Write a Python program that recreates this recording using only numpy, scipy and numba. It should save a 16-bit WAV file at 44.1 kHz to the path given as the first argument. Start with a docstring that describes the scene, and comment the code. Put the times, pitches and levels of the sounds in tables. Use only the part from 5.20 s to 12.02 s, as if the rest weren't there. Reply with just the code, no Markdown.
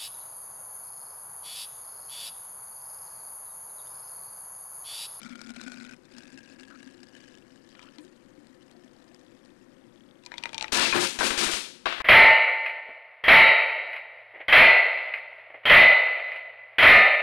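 """In a softly droning room, iced tea pours from a glass pitcher into a narrow bottle close to the microphone.
The stream beats in bubbles that ring the bottle's air, its notes rising as it fills; gulps and gurgles follow.
Mid-pour, and again as the stream thins to a trickle, ice clicks against the pitcher's glass.
Then cubes skid, crash, bounce and clink in a ringing steel sink; after a pause the last ones land.
One close microphone feeds the left channel through a limiter; the right holds a faint leak and hiss."""
import sys
import numpy as np
from scipy import signal
from scipy.fft import rfft, irfft, next_fast_len
from scipy.io import wavfile
from scipy.ndimage import uniform_filter1d, minimum_filter1d, map_coordinates
from numba import njit

SR = 44100
rng = np.random.default_rng(int(sys.argv[2]) if len(sys.argv) > 2 else 0)


def put_to_file(sound):
    """Save the sound as 16-bit audio at rate SR, in the file named by the first command-line argument."""
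    columns = np.atleast_2d(sound).T  # one column per channel
    safe = np.clip(columns, -1, 1)
    whole_steps = np.round(safe * 32767)
    wavfile.write(sys.argv[1], SR, whole_steps.astype(np.int16))


N = 300762
# source levels are set ahead of the doubling in scene() and the limiter in record()


def amp(db):
    """Decibels to gain."""
    return 10 ** (np.asarray(db) / 20)


def unit(x):
    """Scaled to rms 1."""
    return x / np.sqrt(np.mean(x ** 2) + 1e-20)


def along(points, hz):
    """(frequency [Hz], value) points read on a log frequency axis."""
    f, v = np.transpose(points)
    return np.interp(np.log(hz + 1), np.log(f + 1), v)


def curves(rows):
    """One value per sample for each column after the time."""
    s, *cols = np.transpose(rows)
    return [np.interp(np.arange(N) / SR, s, c) for c in cols]


def add(track, s, sound):
    """Mix a sound into a track at a time in seconds."""
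    start = max(round(s * SR), 0)
    part = track[start:start + len(sound)]
    part += sound[:len(part)]


def coloured(x, gain, size=4096):
    """Causal minimum-phase filter with a gain that is a function of frequency."""
    cepstrum = irfft(np.log(np.maximum(gain(np.fft.rfftfreq(size, 1 / SR)), 1e-6)))
    # fold the cepstrum forward in time
    cepstrum[1:size // 2] *= 2
    cepstrum[size // 2 + 1:] = 0
    return signal.fftconvolve(x, irfft(np.exp(rfft(cepstrum))))[:len(x)]


def shaped(x, spectrum):
    """x through a (frequency [Hz], level [dB]) spectrum, at rms 1."""
    return unit(coloured(x, lambda hz: amp(along(spectrum, hz))))


def fade(t, t60):
    """Exponential decay that falls 60 dB in t60 seconds."""
    return np.exp(-np.log(1000) * t / t60)


def swell(t, rise):
    """Exponential onset with a time constant of rise seconds."""
    return 1 - np.exp(-t / rise)


def burst(t, rise, t60):
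    """A short puff of noise."""
    return rng.standard_normal(len(t)) * fade(t, t60) * swell(t, rise)


def ring(modes, t):
    """Decaying modes (frequency [Hz], level [dB], t60 [s]), each struck at a random strength and phase."""
    tones = np.zeros(len(t))
    for hz, db, t60 in modes:
        strength = amp(db) * (.5 + rng.random())
        tones += strength * fade(t, t60) * np.sin(2 * np.pi * (hz * t + rng.random()))
    return tones * swell(t, rise=0.00034)  # a struck mode takes a moment to swell


def patter(rate, spread_db):
    """Random impulses of scattered size and sign, rate per second."""
    hits = rng.random(N) < rate / SR
    size = amp(spread_db * np.clip(rng.standard_normal(N), -2, 2))
    return hits * size * rng.choice([-1, 1], N)


@njit
def resonate(x, pole):
    """A resonance whose complex pole moves from sample to sample."""
    out, state = np.zeros(len(x)), 0j
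    for i in range(len(x)):
        state = state * pole[i] + x[i]
        out[i] = state.imag
    return out


def air_mode(x, hz, width_hz):
    """One gliding air resonance, at rms 1."""
    return unit(resonate(x, np.exp(np.pi * (2j * hz - abs(width_hz)) / SR)))


def bubble(t, hz, cycles):
    """A bubble swells and rings, rising as it nears the surface; its t60 is given in cycles of hz."""
    life = cycles / hz
    rising = 1 + 0.091 * np.minimum(t / life, 1)
    return np.sin(2 * np.pi * hz * t * rising) * fade(t, life) * swell(t, rise=0.39 / hz)


def stream_ticks(kicks):
    """Each kick of the stream makes a bubble's tone and a noisy tick."""
    t = np.arange(SR // 30) / SR
    ticks = np.zeros(N)
    for i in np.flatnonzero(kicks):
        hz = min(5000 * np.exp(.5 * rng.standard_normal()), SR / 4)
        tick = bubble(t, hz, cycles=47) + 0.71 * burst(t, rise=0.00039, t60=0.02)
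        add(ticks, i / SR, kicks[i] * tick)
    return ticks


# mean rate and level at full flow, dB per dB of flow, median pitch
STRAY_PER_S, STRAY_DB, STRAY_GROWS, STRAY_HZ = 14, -46.5, 0.31, 4170


def stray_plips(flow_db):
    """Other bubbles come by chance, more often and louder in a fuller stream; rows as in SINGLE_PLIPS."""
    at = np.flatnonzero(rng.random(N) < STRAY_PER_S * amp(flow_db / 2) / SR)
    size, pitch = rng.standard_normal((len(at), 2)).T
    level_db = STRAY_DB + STRAY_GROWS * flow_db[at] + 1.3 * size
    return list(zip(at / SR, level_db, STRAY_HZ * np.exp(.22 * pitch)))


# bubbles placed singly: (time [s], level before colouring [dB], starting pitch [Hz])
SINGLE_PLIPS = [(0.0311, -37, 2980), (0.094, -44.5, 3960), (0.155, -40, 3000), (0.2147, -35.5, 5430),
                (0.2928, -44, 3640), (0.3034, -37.5, 5300), (0.3631, -38, 4060), (0.397, -53, 3760),
                (0.413, -34, 3860), (0.437, -40, 3570), (0.4804, -39, 6300), (0.5185, -36.5, 7860),
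                (0.573, -46, 3750), (0.649, -43.5, 3630), (0.7351, -48, 3000), (0.9824, -38, 5220),
                (1.175, -42.5, 4960), (1.8315, -43.5, 4960), (3.5123, -49.5, 3680), (3.945, -47.5, 4750),
                (4.2491, -51, 4600)]
NECK_DB = -44.5  # ring of the neck under one plip at full flow


def bubble_plips(flow_db, first_hz, second_hz):
    """Single and chance bubbles plip, ring the bottle's neck, and kick its air: one track for each."""
    t = np.arange(SR // 30) / SR
    plips, neck, kicks = np.zeros(N), np.zeros(N), np.zeros(N)
    for s, db, hz in SINGLE_PLIPS + stray_plips(flow_db):
        at = int(np.clip(round(s * SR), 0, N - 1))
        plip = 0.41 * bubble(t, hz, cycles=97) + 1.2 * burst(t, rise=0.00039, t60=0.017)
        add(plips, s, amp(db) * plip)
        neck_modes = [(first_hz[at], 0, .035), (second_hz[at], -2, .025)]
        add(neck, s, amp(NECK_DB + flow_db[at]) * ring(neck_modes, t))
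        add(kicks, s, np.array([2.5]))
    return plips, neck, kicks


# level at full flow, and dB per dB of flow
NOTE_DB, NOTE_GROWS = -51.5, 0.88  # the hollow note
COLUMN_DB, COLUMN_GROWS = -55, 1.106  # the ring of the air column


def bottle_air(kicks, flow_db, note_hz, first_hz, second_hz):
    """Bubble kicks and steady noise drive the bottle's hollow note and two modes of its air column."""
    drive = unit(kicks) + .5 * rng.standard_normal(N)
    bright = np.diff(drive, prepend=0)
    # the heaving surface keeps detuning the air column
    slosh = 1 + 0.013 * map_coordinates(rng.standard_normal(N // 1000 + 4), [np.arange(N) / 1000])
    column = air_mode(bright, first_hz * slosh, width_hz=89)
    column = column - amp(-4.5) * air_mode(bright, second_hz * slosh, width_hz=230)
    hollow = air_mode(air_mode(drive, note_hz, width_hz=42), note_hz, width_hz=41)
    column_level = amp(COLUMN_DB + COLUMN_GROWS * flow_db)
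    return column_level * column + amp(NOTE_DB + NOTE_GROWS * flow_db) * hollow


# the stream runs full, falters, then thins to a trickle: (time [s], flow level [dB])
STREAM_FLOW = [(0, -0.5), (.26, -2), (.32, -1.5), (.735, 0), (.76, -27), (.88, -16.5), (.97, -5.5),
               (1.68, -8), (1.78, -13.5), (2.04, -6), (2.26, -19.5), (2.75, -12.5), (2.95, -21.5),
               (3.9, -18.5), (5.05, -28.5), (5.5, -28)]
# air in the bottle: (time [s], hollow note [Hz], first column mode [Hz], second column mode [Hz])
BOTTLE_AIR = [(0, 233, 1380, 2300), (.35, 242, 1442, 2330), (.74, 247, 1500, 2470), (1.1, 258, 1645, 2640),
              (2.1, 268.5, 1674, 2990), (5, 290, 1869, 3204)]
# colour of the bubbles: (frequency [Hz], level [dB])
BUBBLE_COLOUR = [(100, -6), (700, 5), (1100, -2.5), (1900, -1), (4000, 0), (5300, 2), (6000, -2),
                 (7500, -2), (9500, -8), (12500, -22), (14500, -50)]
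FIZZ_DB, FIZZ_GROWS = -58.5, 0.7  # the stream's ticks at full flow; dB per dB of flow


def pour():
    """The stream beats bubbles into the tea; each one ticks and rings the air above it."""
    flow_db, = curves(STREAM_FLOW)
    note_hz, first_hz, second_hz = curves(BOTTLE_AIR)
    kicks = patter(rate=380, spread_db=4.5)
    ticks = stream_ticks(kicks)
    plips, neck, plip_kicks = bubble_plips(flow_db, first_hz, second_hz)
    fizz = amp(FIZZ_DB + FIZZ_GROWS * flow_db) * shaped(ticks, BUBBLE_COLOUR)
    plips = coloured(plips, lambda hz: amp(along(BUBBLE_COLOUR, hz)))
    air = bottle_air(kicks + plip_kicks, flow_db, note_hz, first_hz, second_hz)
    return fizz + plips + neck + air


# colour of the room's drone: (frequency [Hz], level [dB])
ROOM_COLOUR = [(25, -11), (75, -18), (115, -7), (180, -6), (250, 2.5), (305, -3.5), (348, 4), (440, -16),
               (505, -3), (640, -16), (1800, -19), (3000, -28.5), (12500, -40.5), (14500, -68)]


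def room_drone():
    """The soft drone of the room is steady coloured noise."""
    return amp(-58.5) * shaped(rng.standard_normal(N), ROOM_COLOUR)


def whine():
    """A faint electronic whine is one steady high sine."""
    return amp(-90.5) * unit(np.sin(2 * np.pi * 8570 * np.arange(N) / SR))


# gulps of trapped air: (time [s], level [dB], pitch [Hz])
AIR_GULPS = [(.105, -32, 239.3), (.297, -33.5, 244), (.372, -33, 246.4), (0.463, -30.5, 252),
             (1.665, -37, 262), (2.784, -34, 304), (2.842, -42, 360), (3.179, -41, 294)]


def gulps():
    """Pockets of trapped air swing the bottle's hollow note as short decaying sines."""
    out, t = np.zeros(N), np.arange(SR // 5) / SR
    for s, db, hz in AIR_GULPS:
        add(out, s, amp(db) * np.sin(2 * np.pi * hz * t) * fade(t, t60=.11) * swell(t, rise=0.0075))
    return out


# runs of like bubbles: (time [s], length [s], bubbles per second [1/s], middle level [dB], middle pitch [Hz])
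BUBBLE_RUNS = [(1.501, 0.063, 330, -52, 1370), (2.483, 0.066, 185, -56, 4640),
               (2.546, .14, 81, -50.5, 1286), (2.554, 0.13, 95, -51.5, 2970),
               (2.807, 0.039, 430, -55.5, 8800), (3.498, 0.57, 50, -61, 677),
               (4.002, 0.29, 26, -55.5, 3350), (4.498, 0.7, 30, -56, 3300)]


def gurgles():
    """Bubbles come in runs, scattered in time, level and pitch."""
    out, t = np.zeros(N), np.arange(SR // 5) / SR
    for s, length, rate, db, hz in BUBBLE_RUNS:
        for when in np.arange(0, length, 1 / rate):
            start = s + when + rng.random() / rate
            level = amp(db + rng.normal(0, 4.8))
            add(out, start, level * bubble(t, hz * np.exp(rng.normal(0, 0.052)), cycles=24.7))
    return out


KNOCK_DB, KNOCK_DB_PER_OCTAVE = -4.5, -13.5  # dull knock in a 2 kHz click; sharper contacts have less


def ice_contact(t, pitch_hz):
    """Ice on glass: a snap of noise around the pitch, a ringing tone and a dull knock, at peak 1."""
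    contact = burst(t, rise=0.00077, t60=0.0067)

    def snap_gain(hz):
        peak = 1 / (1 + (np.log((hz + 1) / pitch_hz) / 0.5) ** 2)
        return peak / (1 + (hz / 10500) ** 12) / (1 + (hz / (4.5 * pitch_hz)) ** 3)

    def knock_gain(hz):
        return 1 / (1 + (np.log((hz + 1) / 950) / 0.78) ** 4) / (1 + (hz / 5000) ** 4)

    knock_db = KNOCK_DB + KNOCK_DB_PER_OCTAVE * np.log2(pitch_hz / 2000)
    hit = unit(coloured(contact, snap_gain)) + 0.68 * unit(bubble(t, pitch_hz, cycles=34))
    hit = hit + amp(knock_db) * unit(coloured(contact, knock_gain))
    return hit / np.abs(hit).max()


# ice knocking in the pitcher: (time [s], contact peak level [dB], pitch [Hz])
ICE_CLICKS = [(2.551, -43.5, 1730), (2.593, -40, 1970), (2.628, -37.5, 3640), (2.784, -39.5, 3130),
              (5.037, -44.5, 2602), (5.062, -31.5, 4500), (5.118, -29, 1730), (5.14, -31, 2100),
              (5.181, -24.5, 3560), (5.227, -38, 2280), (5.237, -22, 2850), (5.256, -23, 1974),
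              (5.292, -33.5, 2120), (5.331, -31, 2320), (5.345, -23, 3100), (5.38, -21.5, 3500),
              (5.41, -19.5, 2680), (5.425, -22, 2640), (5.443, -22, 1790), (5.481, -31, 2470)]
# modes of the pitcher's glass: (frequency [Hz], relative level [dB], t60 [s])
PITCHER_GLASS = [(2000, 9, 0.015), (2410, 6, 0.056), (3860, 10, 0.017), (4300, -6, 0.028), (5610, 3, 0.022),
                 (7500, -15, .03)]
# air in the emptying pitcher: (time [s], pitch [Hz])
PITCHER_AIR = [(5.05, 984), (5.25, 926), (5.45, 864)]


def ice_clicks():
    """Wet ice snaps against the glass and chatters on; the pitcher and its air ring faintly."""
    out, t = np.zeros(N), np.arange(SR // 4) / SR
    for s, db, pitch_hz in ICE_CLICKS:
        hit = ice_contact(t, pitch_hz)
        air = ring([(np.interp(s, *np.transpose(PITCHER_AIR)), -17, .085)], t)
        glass = amp(-23) * ring(PITCHER_GLASS, t)
        inside = coloured(burst(t, rise=0.0023, t60=0.33), lambda hz: 1 / (1 + (hz / 3800) ** 3))
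        add(out, s, amp(db) * (hit + glass + air + amp(-20.0) * inside))
        # three lighter touches scatter closely around the click
        for delay, touch_db in zip(rng.uniform(-0.012, .018, size=3), rng.normal(-17.0, 1.8, size=3)):
            add(out, s + delay, amp(db + touch_db) * hit)
    return out


# decay of the sink's dense ring: (frequency [Hz], t60 [s])
DENSE_RING_T60 = [(200, 0.47), (1000, 0.34), (3500, 0.64), (10000, 0.78)]


def dense_ring(t):
    """Countless close modes as noise, each band dying at its own speed."""
    hz, when, z = signal.stft(rng.standard_normal(len(t)), SR, nperseg=256)
    decay = fade(when, along(DENSE_RING_T60, hz)[:, None])
    return unit(signal.istft(z * decay, SR, nperseg=256)[1][:len(t)])


# strong modes of the steel sink: (frequency [Hz], relative level [dB], t60 [s])
SINK_MODES = [(267.4, -0.5, 0.53), (355.5, -3.5, 0.48), (524, -9.5, 0.55), (910, -8, 0.3), (1098, -2, 0.24),
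              (1341, -5, 0.26), (1530, 0, 0.22), (1580, -0.5, 0.25), (2344, 0.5, 0.28), (2606, 1, 0.34),
              (2784, -1, 0.3), (3564, -1.5, 0.41), (3819, 1, 0.42), (5306, 0, .35)]


def sink_ring(t, body):
    """The sink's ring: its shared body, a dense ring drawn anew at each call, and a few strong modes."""
    return unit(0.72 * body + dense_ring(t) + amp(-13.0) * unit(ring(SINK_MODES, t)))


def slide(s, length, t60):
    """A slide's envelope: quick rise, hold, and a dying ring."""
    age = np.arange(N) / SR - s
    return np.clip(age / 0.017, 0, 1) * fade(np.maximum(age - length, 0), t60)


# slides of ice and splashed tea: (time [s], length [s], rattle level [dB], spray level [dB])
SLIDES = [(5.519, 0.034, -23, -24.5), (5.739, .015, -26.5, -33.5), (5.793, .055, -34, -30),
          (5.984, 0.018, -37.5, -34), (6.026, 0.044, -29, -29.5), (6.174, 0.067, -31.5, -28.5),
          (6.3, 0.058, -43.5, -33)]
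# colour of the rattling ice: (frequency [Hz], level [dB])
ICE_RATTLE_COLOUR = [(50, -23.5), (170, -4), (290, -1.5), (350, 2.5), (430, -1), (700, -5), (1500, -3.5),
                     (2700, -7.5), (4000, -17), (7000, -33)]
# colour of the spray: (frequency [Hz], level [dB])
TEA_SPRAY_COLOUR = [(800, -32), (2500, 1), (4000, 0.5), (6500, -4), (9500, -6), (12000, -19), (15000, -51)]


def skid(t, body):
    """Cubes chatter across the ringing sink in a spray of tea and ice chips."""
    # overlapping slides add in power
    rattle_level = np.linalg.norm([amp(db) * slide(s, length, t60=0.47) for s, length, db, _ in SLIDES], axis=0)
    spray_level = np.linalg.norm([amp(db) * slide(s, length, t60=.48) for s, length, _, db in SLIDES], axis=0)
    chatter = signal.fftconvolve(patter(rate=150, spread_db=6.5), sink_ring(t, body))[:N]
    droplets = unit(patter(rate=2500, spread_db=1.5)) + rng.standard_normal(N)
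    rattle = shaped(chatter, ICE_RATTLE_COLOUR)
    return rattle_level * rattle + spray_level * shaped(droplets, TEA_SPRAY_COLOUR)


# cubes striking the sink, landings and hard rebounds alike: (time [s], rms level of first 20 ms [dB],
# brightness limit [Hz], flight to first bounce [s])
SINK_HITS = [(5.521, -32, 11200, 0.024), (5.538, -19.5, 11400, .018), (5.584, -23, 5270, .03),
             (5.602, -23, 5300, 0.033), (5.726, -29, 2740, 0.036), (5.988, -33.5, 9100, 0.078),
             (6.007, -25.5, 2370, 0.022), (6.105, -31, 4100, 0.031), (6.175, -31, 11500, .035),
             (6.264, -34.5, 4030, .03), (6.334, -35, 6000, 0.033), (6.6565, -26, 3980, 0.068),
             (6.802, -35, 2830, 0.013)]
# colour of a blow on the sink, before its brightness limit: (frequency [Hz], level [dB])
BLOW_COLOUR = [(40, -12.5), (150, -20), (290, -6), (380, -3.5), (700, -2), (1500, 1), (2700, -1.5),
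               (4500, -1.5), (6500, -5.5), (9500, -11), (12000, -18), (15000, -36)]
BOUNCE_LOSS_DB, BOUNCE_SHRINK = 8.5, .8  # each bounce is weaker, each flight shorter
THUD_DB = -34  # the sink gives under each hit


def crashes(t, body):
    """Each cube cracks onto the steel, sets it ringing, thuds and bounces; blunt hits are duller."""
    out = np.zeros(N)
    for s, db, limit_hz, flight in SINK_HITS:
        add(out, s, amp(THUD_DB) * np.sin(2 * np.pi * 36 * t) * fade(t, t60=0.051))

        def blow_gain(hz):
            return amp(along(BLOW_COLOUR, hz)) * (1 / (1 + (hz / limit_hz) ** 8) + 0.11)

        for k in range(3):  # the hit and two bounces
            blow = sink_ring(t, body) + 0.53 * unit(burst(t, rise=0.0013, t60=0.026))
            blow = coloured(blow, blow_gain)
            add(out, s, amp(db - k * BOUNCE_LOSS_DB) * blow / np.std(blow[:SR // 50]))
            s = s + flight * BOUNCE_SHRINK ** k
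    return out


# cubes clinking amid the crash: (time [s], level [dB], pitch [Hz])
CUBE_CLINKS = [(5.654, -18.5, 2680), (5.724, -16, 2480), (5.731, -24, 1066), (6.66, -19, 1145),
               (6.665, -24, 770), (6.805, -31, 1020)]


def clinks(t):
    """Cubes clink, each clink two short modes."""
    out = np.zeros(N)
    for s, db, hz in CUBE_CLINKS:
        add(out, s, amp(db) * ring([(hz, 0, .05), (hz * 0.87, -4, .04)], t) * swell(t, rise=0.0017))
    return out


def scene():
    """Everything reaches one close microphone on the left; the right gets a faint leak of it and hiss."""
    t = np.arange(SR // 2) / SR
    body = dense_ring(t)  # shared by every blow on the sink
    mic = room_drone() + whine() + pour() + gulps() + gurgles() + ice_clicks()
    mic = mic + crashes(t, body) + clinks(t) + skid(t, body)
    hiss_colour = [(30, 6.0), (300, -16.0), (3000, -24.5), (11000, -14.5), (14000, -51)]
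    hiss = amp(-85.0) * shaped(rng.standard_normal(N), hiss_colour)
    return np.array([2 * mic, amp(-66) * mic + hiss])


def record(dry):
    """A limiter driven by the left channel holds peaks down on both; nothing passes above 15 kHz."""
    needed = np.minimum(1, amp(-10.0) / (np.abs(dry[0]) + 1e-9))
    gain = uniform_filter1d(minimum_filter1d(needed, size=257), size=129)
    size = next_fast_len(N + SR // 4)
    passed = np.fft.rfftfreq(size, 1 / SR) < 15000
    return irfft(rfft(dry * gain, size) * passed, size)[:, :N]


dry = scene()
out = record(dry)
put_to_file(out)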